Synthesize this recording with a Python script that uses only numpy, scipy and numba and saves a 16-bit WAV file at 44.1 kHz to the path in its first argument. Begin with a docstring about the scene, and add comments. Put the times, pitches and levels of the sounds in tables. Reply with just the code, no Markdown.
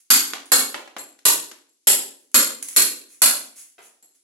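"""Over a faint steady background, seven blows of a club hammer on a hand-held steel chisel are heard.
Each blow crushes cement render in noise bursts and excites the decaying lengthwise modes of the chisel.
A narrow outdoor passage answers with direct sound, near reflections, band-wise decay and standing waves.
Between blows chips clack, the chisel clinks, and grit snaps and trickles: contacts and bursts shaped by filters.
A look-ahead limiter, clipping and a steep low-pass end the chain."""
import sys
import numpy as np
from scipy import signal
from scipy.fft import rfft, irfft
from scipy.io import wavfile
from scipy.ndimage import uniform_filter1d
from numba import njit

SR = 44100
rng = np.random.default_rng(int(sys.argv[2]) if len(sys.argv) > 2 else 0)


def to_wav(sig):
    """Store sig (one row per channel, or 1-D mono) as 16-bit WAV at the path in sys.argv[1].

    Samples outside -1..1 are clipped; the rate is SR.
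    """
    pcm = np.clip(np.atleast_2d(sig), -1, 1) * 32767
    pcm = np.round(pcm).astype(np.int16)
    wavfile.write(sys.argv[1], SR, pcm.T)  # frames by channels


N = 186919

# Faint background, spectrum: [f/Hz, level/dB]
AIR_SPECTRUM = [(25, -3.5), (80, -15.5), (170, -19), (280, 9), (600, -11.5), (2000, -6.5), (5000, 4.5),
                (7500, 3), (11000, 3), (16000, -32.5)]
# Decay of the passage: [f/Hz, t60/s]
PASSAGE_DECAY = [(60, 0.067), (280, 0.66), (600, 0.51), (1500, 0.38), (4000, 0.44), (8000, 0.37),
                 (11500, 0.39), (16000, 0.33)]
# Standing waves of the passage: [f/Hz, level/dB before the gain in passage(), t60/s]
STANDING_WAVES = [(278, -48.5, 0.72), (333, -54, 0.69)]
# Two microphone ports: [f/Hz, left minus right level/dB]
PORT_DIFFERENCE = [(200, -0.5), (1400, -0.5), (3000, -2), (5000, 0), (6500, 13.5), (7600, 8), (8800, 4.5),
                   (10000, -10.5), (11300, -11), (12500, 0)]
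# Short granular bursts: spills of trickling grit, and at 0.0 s the fading end of an earlier blow:
#   [start t/s, length/s, level/dB]
GRANULAR_BURSTS = [(0.0, 0.009, -41.5), (2.185, .07, -44), (2.621, 0.24, -19), (3.084, 0.076, -30),
                   (3.552, 0.076, -23), (3.813, 0.065, -32.5), (4.142, 0.02, -45.5)]
# Flakes snapping off: [t/s, level/dB]
FLAKE_SNAPS = [(0.457, -29), (2.316, -40), (2.586, -36), (2.6256, -11.5), (2.685, -13.5)]
# Grit and flakes, spectrum: [f/Hz, level/dB]
GRIT_SPECTRUM = [(100, -25.5), (400, -23.5), (1200, -11.5), (2100, -4), (4000, -8.5), (6500, 1.5),
                 (8500, 2), (10400, 7), (12500, -7), (16000, -10)]
# Chisel touching the wall as it is moved: [t/s, level/dB]
CHISEL_TOUCHES = [(0.984, -25), (1.691, -55.5), (3.789, -49.5), (4.026, -43), (4.108, -55.5)]
# Contact noise of a touch, spectrum: [f/Hz, level/dB]
TOUCH_SPECTRUM = [(100, -14), (300, 8.5), (1000, 0), (4200, -3), (7500, -4), (11500, 4), (13000, -33),
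                  (16000, -9)]
# Chips of render landing on the sill: [t/s, level/dB, deepest ring f/Hz, crumbling t60/s]
CHIP_LANDINGS = [(0.3349, -10, 950, 0.016), (0.7442, -8.5, 664, 0.028), (0.876, -27, 700, .03),
                 (0.9655, -14.5, 630, 0.034), (1.19, -40.5, 1638, .01), (1.5148, -27, 1400, 0.0059),
                 (3.782, -25, 546, 0.32)]
# Lengthwise modes of the chisel: [f/Hz before stiffening, level/dB, t60/s before scaling by the seat]
CHISEL_MODES = [(4190, -4.5, .028), (7560, -3, .008), (11270, 2, .019), (11590, -8, .014),
                (13350, -16, .012), (14450, -11, .016)]
# Crushing render under the edge, spectrum: [f/Hz, level/dB]
CRACK_SPECTRUM = [(60, -38.5), (500, -7.5), (1500, -0.5), (3000, 2), (5000, 5), (6200, 0), (7800, 10),
                  (9200, 4), (10700, 3.5), (11800, -19.5), (12600, -3.5), (16000, -26)]
# Dull knock of the wall, spectrum: [f/Hz, level/dB]
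KNOCK_SPECTRUM = [(25, -45.5), (70, -26.5), (175, -11), (220, 2.5), (350, 2), (650, -2), (1050, -10.5),
                  (1450, 5), (1850, 3.5), (2500, -5), (4000, -20), (12000, -21.5)]
# Hammer blows: [t/s, level/dB, stiffening of the lowest chisel mode/Hz, wall knock level/dB,
#   ring of the loosened render f/Hz, brittleness as treble lift/dB, delay of the rebound/s]
HAMMER_BLOWS = [(0.103, 0, 410, -10.5, 1400, -6, 0.036), (0.5184, -3.5, 23, -4, 1280, -0.5, 0.073),
                (1.2529, -4, 220, -3, 950, 5.5, .03), (1.871, -4, 140, -8, 1360, 8.5, .029),
                (2.3434, -2, 74, -4.5, 1400, -3, .016), (2.763, -3.5, 85, -5, 1200, 9.5, .056),
                (3.2185, -2, 90, -8.5, 1430, 13, 0.039)]

TOP_HZ = 15850  # upper band edge
RING = SR  # samples given to one sound
AGE = np.arange(RING) / SR  # s since the onset of a sound
CRUSH_T60_S = 0.025  # at zero treble lift
CRUSH_HALVING_DB = 18.5  # this much treble lift halves the crushing time
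REBOUND_DB, REBOUND_LOSS_DB_PER_S = -2.5, 150.5  # the later the head lands again, the weaker
CHIP_BANDWIDTH = 4.28  # a chip turns dull above this multiple of its deepest ring
CRUMBLE_EVEN_S = 0.047  # crumbling t60 at which crumbs and landing are mixed one to one
STRAY_DB, STRAY_SPREAD_DB = -48.5, 7  # mean and standard deviation of stray grain levels
SEATED_RING, LOOSE_RING = 0.89, 1.7  # chisel ring time under a blow and lightly held, multiples of t60


def amp(db):
    """Level in decibels to amplitude ratio."""
    return 10 ** (np.asarray(db) / 20)


def fade(t60):
    """Exponential decay: 60 dB down after t60 seconds."""
    return np.exp(-np.log(1000) * AGE / t60)


def unit(x):
    """Normalisation to unit energy."""
    return x / np.sqrt(np.sum(x ** 2, axis=-1, keepdims=True))


def along(points, hz):
    """Linear interpolation of (f/Hz, value) points on a log-frequency axis."""
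    f, value = np.transpose(points)
    return np.interp(np.log(np.maximum(hz, 1)), np.log(f), value)


def colour(x, points):
    """Minimum-phase filtering: the folded cepstrum turns (f/Hz, level/dB) points into a causal response."""
    n = 2 * x.shape[-1]
    hz = np.arange(n // 2 + 1) * SR / n
    cepstrum = irfft(np.log(amp(along(points, hz))))
    cepstrum[1:n // 2] *= 2
    cepstrum[n // 2 + 1:] = 0
    response = np.exp(rfft(cepstrum))
    return irfft(rfft(x, n) * response)[..., :n // 2]


def even(x, width_hz=350):
    """Spectral whitening: the inverse of the smoothed power spectrum flattens a short burst."""
    power = np.mean(np.abs(rfft(np.atleast_2d(x))) ** 2, axis=0)
    power = uniform_filter1d(power, size=int(width_hz * RING / SR)) / power.mean()
    hz = np.arange(len(power)) * SR / RING
    return colour(x, np.c_[hz, -10 * np.log10(power)][1:])


def mode(hz, t60):
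    """Damped resonance: one decaying cosine of unit energy."""
    return unit(np.cos(2 * np.pi * hz * AGE) * fade(t60))


def grains(envelope):
    """Granular fracture: dense noise samples of log-normal size under an envelope."""
    sizes = amp(4 * rng.standard_normal(RING))
    return unit(even(rng.standard_normal(RING) * sizes * envelope))


def tick(rough, t60):
    """Impulsive contact: one sharp impulse plus decaying crumbling of relative strength rough."""
    return unit(even(signal.unit_impulse(RING) + rough * grains(fade(t60))))


def add(track, s, sound):
    """Superposition: a sound is added to a track from time s."""
    start = int(s * SR)
    part = sound[..., :track.shape[-1] - start]
    track[..., start:start + part.shape[-1]] += part


def stereo_noise(size, alike_hz=420):
    """Diffuse-field coherence: noise at two close ports, alike in the bass and unrelated in the treble."""
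    mid, side = rfft(rng.standard_normal((2, size)))
    hz = np.arange(len(mid)) * SR / size
    likeness = .9 / (1 + (hz / alike_hz) ** 2)
    mid = mid * np.sqrt(1 + likeness)
    side = side * np.sqrt(1 - likeness) * np.array([[1], [-1]])
    return irfft(mid + side, size) / np.sqrt(2)


def passage(direct_db, near_db, near_t60=0.036, build_s=0.0047, lump_db=1.5):
    """Impulse response: direct sound, near walls, an echo decaying band by band, and standing waves."""
    noise = rfft(stereo_noise(RING))
    hz = np.arange(RING // 2 + 1) * SR / RING
    centres = np.geomspace(60, 16000, num=12)
    echo = 0
    # each row of the identity selects one of twelve overlapping bands
    for centre, share in zip(centres, np.eye(len(centres))):
        band = along(np.c_[centres, share], hz)
        echo = echo + irfft(noise * band) * fade(along(PASSAGE_DECAY, centre))
    echo *= 1 - np.exp(-AGE / build_s)
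    echo += amp(near_db) * even(stereo_noise(RING) * fade(near_t60))
    # reflections arrive in bunches
    bunches = uniform_filter1d(rng.standard_normal(RING), size=130)
    echo *= amp(lump_db * bunches / bunches.std() - 28.5)
    echo[:, 0] += amp(direct_db)
    return echo + sum(amp(db + 25) * mode(f, t60) for f, db, t60 in STANDING_WAVES)


def heard(sound, response):
    """Convolution: a sound as the passage carries it to both ports."""
    return signal.fftconvolve(sound[None], response)[:, :RING]


def air(level_db=-71):
    """Stationary noise: a faint, steady, partly coherent background."""
    return amp(level_db) * colour(stereo_noise(2 * N), AIR_SPECTRUM)[:, :N]


def strays(count=8):
    """Random events: faint snaps at uniformly drawn moments, as rows of (t/s, level/dB)."""
    return [(rng.uniform(0, N / SR), STRAY_DB + STRAY_SPREAD_DB * rng.standard_normal())
            for _ in range(count)]


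def grit(snap_db=8, trickle_db=13):
    """Granular noise: flakes snap, sand runs down in spills; the burst at 0.0 s ends an earlier blow."""
    out = np.zeros((2, N))
    for s, db in FLAKE_SNAPS + strays():
        snap = colour(grains(fade(0.013)), GRIT_SPECTRUM)
        room = passage(direct_db=-7.0, near_db=11.0, near_t60=0.021)
        add(out, s, amp(snap_db + db) * heard(snap, room))
    for s, length, db in GRANULAR_BURSTS:
        # a burst gathers, runs and stops
        flow = (1 - np.exp(-AGE / 0.0099)) * np.exp(-(AGE / length) ** 4)
        burst = colour(grains(flow), GRIT_SPECTRUM)
        room = passage(direct_db=-2.0, near_db=-3.5)
        add(out, s, amp(trickle_db + db) * heard(burst, room))
    return out


def chisel(stiffen_hz, freedom):
    """Modes of a bar: a firm seat raises the low modes most, a loose one lets all ring longer."""
    ring = 0
    for k, (hz, db, t60) in enumerate(CHISEL_MODES):
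        ring = ring + amp(db) * mode(hz + stiffen_hz / (k + 1), t60 * freedom)
    return ring


def clinks(level_db=12, contact_db=1):
    """Light damping: a lightly held chisel rings on after each touch of the wall."""
    out = np.zeros((2, N))
    for s, db in CHISEL_TOUCHES:
        touch = amp(contact_db) * colour(tick(rough=0.41, t60=0.011), TOUCH_SPECTRUM)
        ring_tone = [(4200, -4.0), (7500, 7.0), (11500, -4.5), (13000, -12.5)]
        ring = colour(chisel(0, freedom=LOOSE_RING), ring_tone)
        room = passage(direct_db=-12.5, near_db=3, near_t60=0.068)
        add(out, s, amp(level_db + db) * heard(touch + ring, room))
    return out


def chips(level_db=15):
    """Impact of brittle bodies: a deeper ring brings an earlier treble loss, longer crumbling a softer landing."""
    out = np.zeros((2, N))
    for s, db, low_hz, crumble_t60 in CHIP_LANDINGS:
        dull_hz = CHIP_BANDWIDTH * low_hz
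        body = [(150, -28), (240, -4), (low_hz / 2, -6), (low_hz, 1),
                (dull_hz, -3), (dull_hz * 2, -14), (16000, -32)]
        landing = tick(rough=np.sqrt(crumble_t60 / CRUMBLE_EVEN_S), t60=crumble_t60)
        clack = colour(landing, sorted(body))
        room = passage(direct_db=-2.5, near_db=12.0, near_t60=.028)
        add(out, s, amp(level_db + db) * heard(clack, room))
    return out


def blows(level_db=19, steel_db=-5.0, plate_db=-11, plate_t60=0.014, thump_db=-31):
    """Impact excitation: steel rings, render crushes, the wall knocks, and the head lands once more."""
    out = np.zeros((2, N))
    for s, db, stiffen_hz, knock_db, plate_hz, brittle_db, rebound_s in HAMMER_BLOWS:
        # brittle render breaks sooner and brighter
        crush_t60 = CRUSH_T60_S * .5 ** (brittle_db / CRUSH_HALVING_DB)
        crack = colour(grains(fade(crush_t60)), CRACK_SPECTRUM)
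        crack = colour(crack, [(8000, 0.021), (14000, brittle_db)])
        knock = colour(tick(rough=1.0, t60=crush_t60), KNOCK_SPECTRUM)
        knock = knock + amp(plate_db) * mode(plate_hz, plate_t60)
        steel = amp(steel_db) * chisel(stiffen_hz, SEATED_RING)
        hit = crack + steel + amp(knock_db) * knock
        room = passage(direct_db=-12.5, near_db=2, near_t60=0.18)
        add(out, s, amp(level_db + db) * heard(hit, room))
        rebound_db = REBOUND_DB - REBOUND_LOSS_DB_PER_S * rebound_s
        room = passage(direct_db=-22.5, near_db=7.5)
        add(out, s + rebound_s, amp(level_db + db + rebound_db) * heard(hit, room))
        # the whole wall gives a short deep thump, heard only straight from it
        thump = colour(signal.unit_impulse(RING), [(20, 0.5), (70, 9.5), (140, -7.0), (400, -26.5)])
        add(out, s, amp(level_db + thump_db + db + knock_db) * thump)
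    return out


def scene():
    """Superposition of all sources, with the port difference split evenly between the two sides."""
    left, right = air() + grit() + clinks() + chips() + blows()
    left = colour(left, [(hz, db / 2) for hz, db in PORT_DIFFERENCE])
    right = colour(right, [(hz, -db / 2) for hz, db in PORT_DIFFERENCE])
    return np.array([left, right])


@njit
def follow(x, attack, release):
    """Envelope detection: first-order smoothing with separate rates for rise and fall."""
    out, e = np.empty(len(x)), 0.
    for i in range(len(x)):
        e += (x[i] - e) * (attack if x[i] > e else release)
        out[i] = e
    return out


def record(dry, limit_db=-7, attack_s=0.00096, release_s=0.021, ahead_s=0.0051, strength=0.62):
    """Look-ahead compression above limit_db, then clipping at full scale and an elliptic low-pass."""
    envelope = follow(np.abs(dry).max(axis=0), 1 / (attack_s * SR), 1 / (release_s * SR))
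    # reading the envelope ahead lowers the gain before the peak
    envelope = np.interp(np.arange(N) + ahead_s * SR, np.arange(N), envelope)
    excess = np.maximum(envelope / amp(limit_db), 1)
    limited = dry / excess ** min(strength, 1)
    low_pass = signal.ellip(10, .2, 70, TOP_HZ, fs=SR, output="sos")
    return signal.sosfilt(low_pass, np.clip(limited, -1, 1))


dry = scene()
out = record(dry)
to_wav(out)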